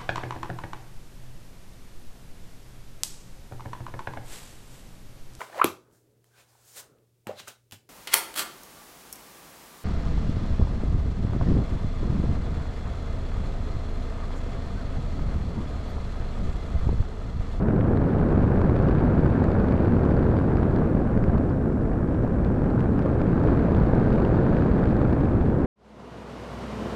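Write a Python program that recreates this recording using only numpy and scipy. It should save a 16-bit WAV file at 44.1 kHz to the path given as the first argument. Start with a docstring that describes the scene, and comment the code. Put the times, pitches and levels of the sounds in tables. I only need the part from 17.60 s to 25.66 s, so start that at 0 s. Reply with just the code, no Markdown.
"""Wind buffets and rushes over the microphone of a small camera on a gently swooping model glider.
Large eddies thump the port; on each pressure crest the flow breaks into fine eddies that spit and crackle,
and stronger vortices snap across it. Airspeed makes the wind louder and brighter.
Underneath, the camera's electronics add a faint hiss and thin whine."""
import sys
import numpy as np
from scipy import signal
from scipy.fft import rfft, irfft, next_fast_len
from scipy.io import wavfile
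from scipy.ndimage import uniform_filter1d

SR = 44100
rng = np.random.default_rng(int(sys.argv[2]) if len(sys.argv) > 2 else 0)


def waveform_to_disk(signal):
    """Save audio, clipped to [-1, 1], as 16-bit WAV at the path in sys.argv[1]."""
    frames = np.transpose(np.atleast_2d(signal))
    scaled = np.clip(frames, -1, 1) * 32767
    samples = np.round(scaled).astype(np.int16)
    wavfile.write(sys.argv[1], SR, samples)


N = 355446
TIME = np.arange(N) / SR


# low rumble of large eddies at the port: freq_hz, density_db
RUMBLE_EQ = [(15, 0.5), (27, -5.5), (50, 0), (85, 1), (150, -0.63), (245, -3), (330, -7), (520, -16),
             (900, -37.5)]

def buffeting(skew, steadiness):
    """Pressure of the large eddies; crests stand a little taller than troughs are deep."""
    pressure = level(colour(rng.standard_normal(N), RUMBLE_EQ), 0)
    # a steady airstream sheds eddies of fairly even strength
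    power = uniform_filter1d(pressure ** 2, size=1300)
    pressure = level(pressure / power ** (steadiness / 2), 0)
    rectified = np.logaddexp(pressure, -pressure) - 1
    return level(pressure + skew * rectified, 0)


# midrange body of fine eddies heard through the port: freq_hz, density_db
EDDY_EQ = [(200, 6.5), (350, 10.5), (520, 9.5), (750, 4), (1000, -0.5), (1600, -5.5), (1950, -15.5),
           (2400, -21), (2950, -31), (4600, -41.5), (5300, -43.5), (7000, -59)]

def fine_eddies(crest, crest_db, patchy_db):
    """The rush: millisecond bursts of small eddies, strongest on the pressure crests."""
    bursts = undb(crest_db * crest + patchy_db * flutter(rate_hz=140))
    return level(colour(rng.standard_normal(N) * bursts, EDDY_EQ), 0)


# level ride of the rush, up in each shallow dive and down in the climb: time_s, swell_db
SWOOP_RIDE = [(0, -2), (0.5, 0), (1.2, 1), (1.7, 1.1), (2.5, 0.5), (3.0, -0.45), (3.4, -1.3), (3.75, -2.5),
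              (4.1, -4.5), (4.5, -3.5), (5.0, -2.5), (5.55, -0.9), (5.87, 0.7), (6.4, 1.5), (7.0, 1.5),
              (7.5, 0.35), (8.05, -1.3)]

def airspeed():
    """Swell of the rush in dB as the glider gathers and loses speed."""
    return np.interp(TIME, *np.transpose(SWOOP_RIDE))


# short pushes on the rumble and rush: peak_s, rise_db
SURGE_CUES = [(0.71, 0.5), (3.03, 0), (3.21, 1), (3.75, 2.5), (5.92, 2)]

def surges(half_length_s):
    """Brief, slight swells in the level of the wind's rumble and rush, in dB."""
    return sum(db * np.exp(-((TIME - peak_s) / half_length_s) ** 2) for peak_s, db in SURGE_CUES)


# upper-mid bite of a snap: freq_hz, density_db
SPIT_EQ = [(900, 2.5), (1600, 6), (2400, 1), (3000, -2.5), (4700, -6.5), (5600, -23), (7000, -28)]
# bright top of a snap: freq_hz, density_db
SIZZLE_EQ = [(4000, -14), (6000, -3), (7400, -1), (9000, -14.5), (11000, -32)]
# strong vortices snapping across the port, levels before EQ: start_s, spit_db, slap_db, sizzle_db
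SNAP_CUES = [(0.084, -39, -20, -68), (0.372, -38, -23, -56), (0.8776, -39, -15, -64),
             (1.0145, -35.5, -16.5, -53), (1.1637, -35.5, -16, -56), (1.2858, -39, -22, -68),
             (1.8399, -34, -21, -52), (2.0843, -37.5, -22, -58), (2.1217, -36, -20, -66),
             (2.5109, -39, -21, -62), (2.7678, -38, -24, -66), (2.7878, -40, -21, -68),
             (2.9697, -35.5, -17, -68), (3.031, -41, -12, -68), (3.1608, -35, -20, -62),
             (3.186, -42, -18, -68), (3.5746, -37, -19, -70), (3.639, -40, -13, -65),
             (3.7811, -44, -26, -68), (4.543, -40, -27.5, -68), (4.8466, -34.5, -19, -62),
             (4.8663, -44, -20.5, -68), (5.1013, -44, -19.5, -68), (5.1936, -41, -18.5, -68),
             (5.2049, -37, -19, -54), (5.3912, -39, -18, -58), (5.425, -42, -25.5, -64),
             (5.459, -42, -14.5, -68), (5.6154, -35.5, -18.5, -60), (5.836, -39, -20.5, -61),
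             (5.8724, -42, -16, -62), (6.1655, -39, -26, -54), (6.2007, -42, -24.5, -66),
             (6.2249, -39, -23.5, -64), (6.35, -36, -19.5, -56), (6.5568, -37, -26, -58),
             (6.622, -41, -23, -55), (6.6495, -34, -18, -62), (6.9672, -39, -12.5, -55),
             (7.0219, -44, -13.5, -68), (7.2556, -44, -12, -68), (7.3666, -43, -22, -54),
             (7.4224, -48, -21.5, -58), (7.5286, -34, -13, -64), (7.6066, -37.5, -25, -64)]

def snaps(cues, rise_s):
    """Each vortex breaks up at the port within milliseconds: a spit, a soft slap and a sizzle."""
    length = 512
    age = np.arange(length) / (rise_s * SR)
    envelope = age ** 2 * np.exp(2 * (1 - age))
    layers = np.zeros((3, N + length))
    for start_s, *layers_db in cues:
        start = int(start_s * SR)
        grain = envelope * rng.standard_normal(length)
        layers[:, start:start + length] += undb(layers_db)[:, None] * grain
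    spit, slap, sizzle = layers[:, :N]
    return colour(spit, SPIT_EQ) + colour(slap, EDDY_EQ) + colour(sizzle, SIZZLE_EQ)


def stray_vortices(speed_db, per_s, spread_db):
    """Weaker, briefer snaps at random moments, harder at speed."""
    when, strength = rng.random((int(per_s * N / SR), 2)).T
    starts_s = when * TIME[-1]
    force_db = 1.2 * np.interp(starts_s, TIME, speed_db) + spread_db * (2 * strength - 1)
    spit_db, slap_db, sizzle_db = -41 + force_db, -21 + force_db, -62 + force_db
    return snaps(zip(starts_s, spit_db, slap_db, sizzle_db), rise_s=0.00053)


# sharp edge of tiny vortices heard through the port: freq_hz, density_db
CRACKLE_EQ = [(800, -0.5), (1600, 13.5), (2000, 3), (2500, 2.5), (3000, -3.5), (4600, -7), (5400, -21),
              (7000, -19), (9000, -35.5)]

def crackle(crest, per_s, crest_db, spread_db):
    """Tiny vortices hit the port in clusters of unequal force, hardest on the crests."""
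    hits = rng.random(N) < per_s / SR
    force = undb(crest_db * crest + spread_db * np.tanh(flutter(rate_hz=400)))
    polarity = rng.choice([-1, 1], N)
    return level(colour(hits * force * polarity, CRACKLE_EQ), 0)


# airy noise floor of the preamplifier: freq_hz, density_db
HISS_EQ = [(100, 0), (5000, 4), (9600, 3.5), (10500, -1), (11300, -17.5), (11800, -30)]
# thin whine of the electronics, rms before the trim: pitch_hz, level_db
WHINE_TONES = [(3892, -86), (5600, -86), (7400, -87), (9600, -90), (10637, -101)]

def electronics(hiss_db, whine_trim_db):
    """The camera's circuits add a steady hiss and a few faint, high tones."""
    whine = sum(undb(level_db + whine_trim_db) * np.sqrt(2) * np.sin(2 * np.pi * pitch_hz * TIME)
                for pitch_hz, level_db in WHINE_TONES)
    return level(colour(rng.standard_normal(N), HISS_EQ), hiss_db) + whine


def undb(db):
    """Decibels to gain."""
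    return 10 ** (np.asarray(db) / 20)


def level(x, db):
    """Scale to an rms level."""
    return x * undb(db) / np.sqrt(np.mean(x ** 2))


def colour(x, points):
    """EQ through (freq_hz, gain_db) points joined on a log axis, rolling off outside them."""
    hz, db = np.transpose(points)
    size = next_fast_len(N + SR // 4)
    freq_hz = np.maximum(np.arange(size // 2 + 1) * SR / size, 1)
    rolloff = np.minimum(freq_hz / hz[0], 1) ** 2 * np.minimum(hz[-1] / freq_hz, 1) ** 2
    curve = undb(np.interp(np.log(freq_hz), np.log(hz), db))
    return irfft(rfft(x, size) * rolloff * curve, size)[:N]


def flutter(rate_hz):
    """Smooth random modulation with an rms of 1, low-passed at rate_hz."""
    smooth = signal.butter(2, min(rate_hz, SR / 4), fs=SR, output="sos")
    return level(signal.sosfilt(smooth, rng.standard_normal(N)), 0)


def scene():
    """Airspeed drives every scale of turbulence: the smaller the eddies, the more they swell."""
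    swell_db, surge_db = airspeed(), surges(half_length_s=0.041)
    speed_db = swell_db - np.mean(swell_db)
    pressure = buffeting(skew=0.32, steadiness=0.24)
    # the flow tears off on the crests and lies smooth in the troughs
    crest = np.logaddexp(0, 2 * np.minimum(pressure, 1.9)) / 2
    rumble = pressure * undb(-20 + 0.56 * speed_db + surge_db)
    rush = fine_eddies(crest, crest_db=3, patchy_db=1.46) * undb(-30 + swell_db + surge_db)
    grit = crackle(crest, per_s=2200, crest_db=4, spread_db=7) * undb(-54 + 2.4 * speed_db)
    noise_floor = electronics(hiss_db=-71.5, whine_trim_db=1.6)
    vortices = snaps(SNAP_CUES, rise_s=0.0012) + stray_vortices(speed_db, per_s=10, spread_db=4)
    return (rumble + rush + vortices + grit + noise_floor)[None]


def record(dry):
    """The small camera cuts the top of the treble; 2 ms fades keep both ends free of clicks."""
    fades = np.minimum(np.minimum(TIME, TIME[::-1]) / 0.002, 1)
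    high_cut = signal.ellip(8, 0.2, 70, 11900, fs=SR, output="sos")
    return fades * signal.sosfilt(high_cut, dry)


dry = scene()
out = record(dry)
waveform_to_disk(out)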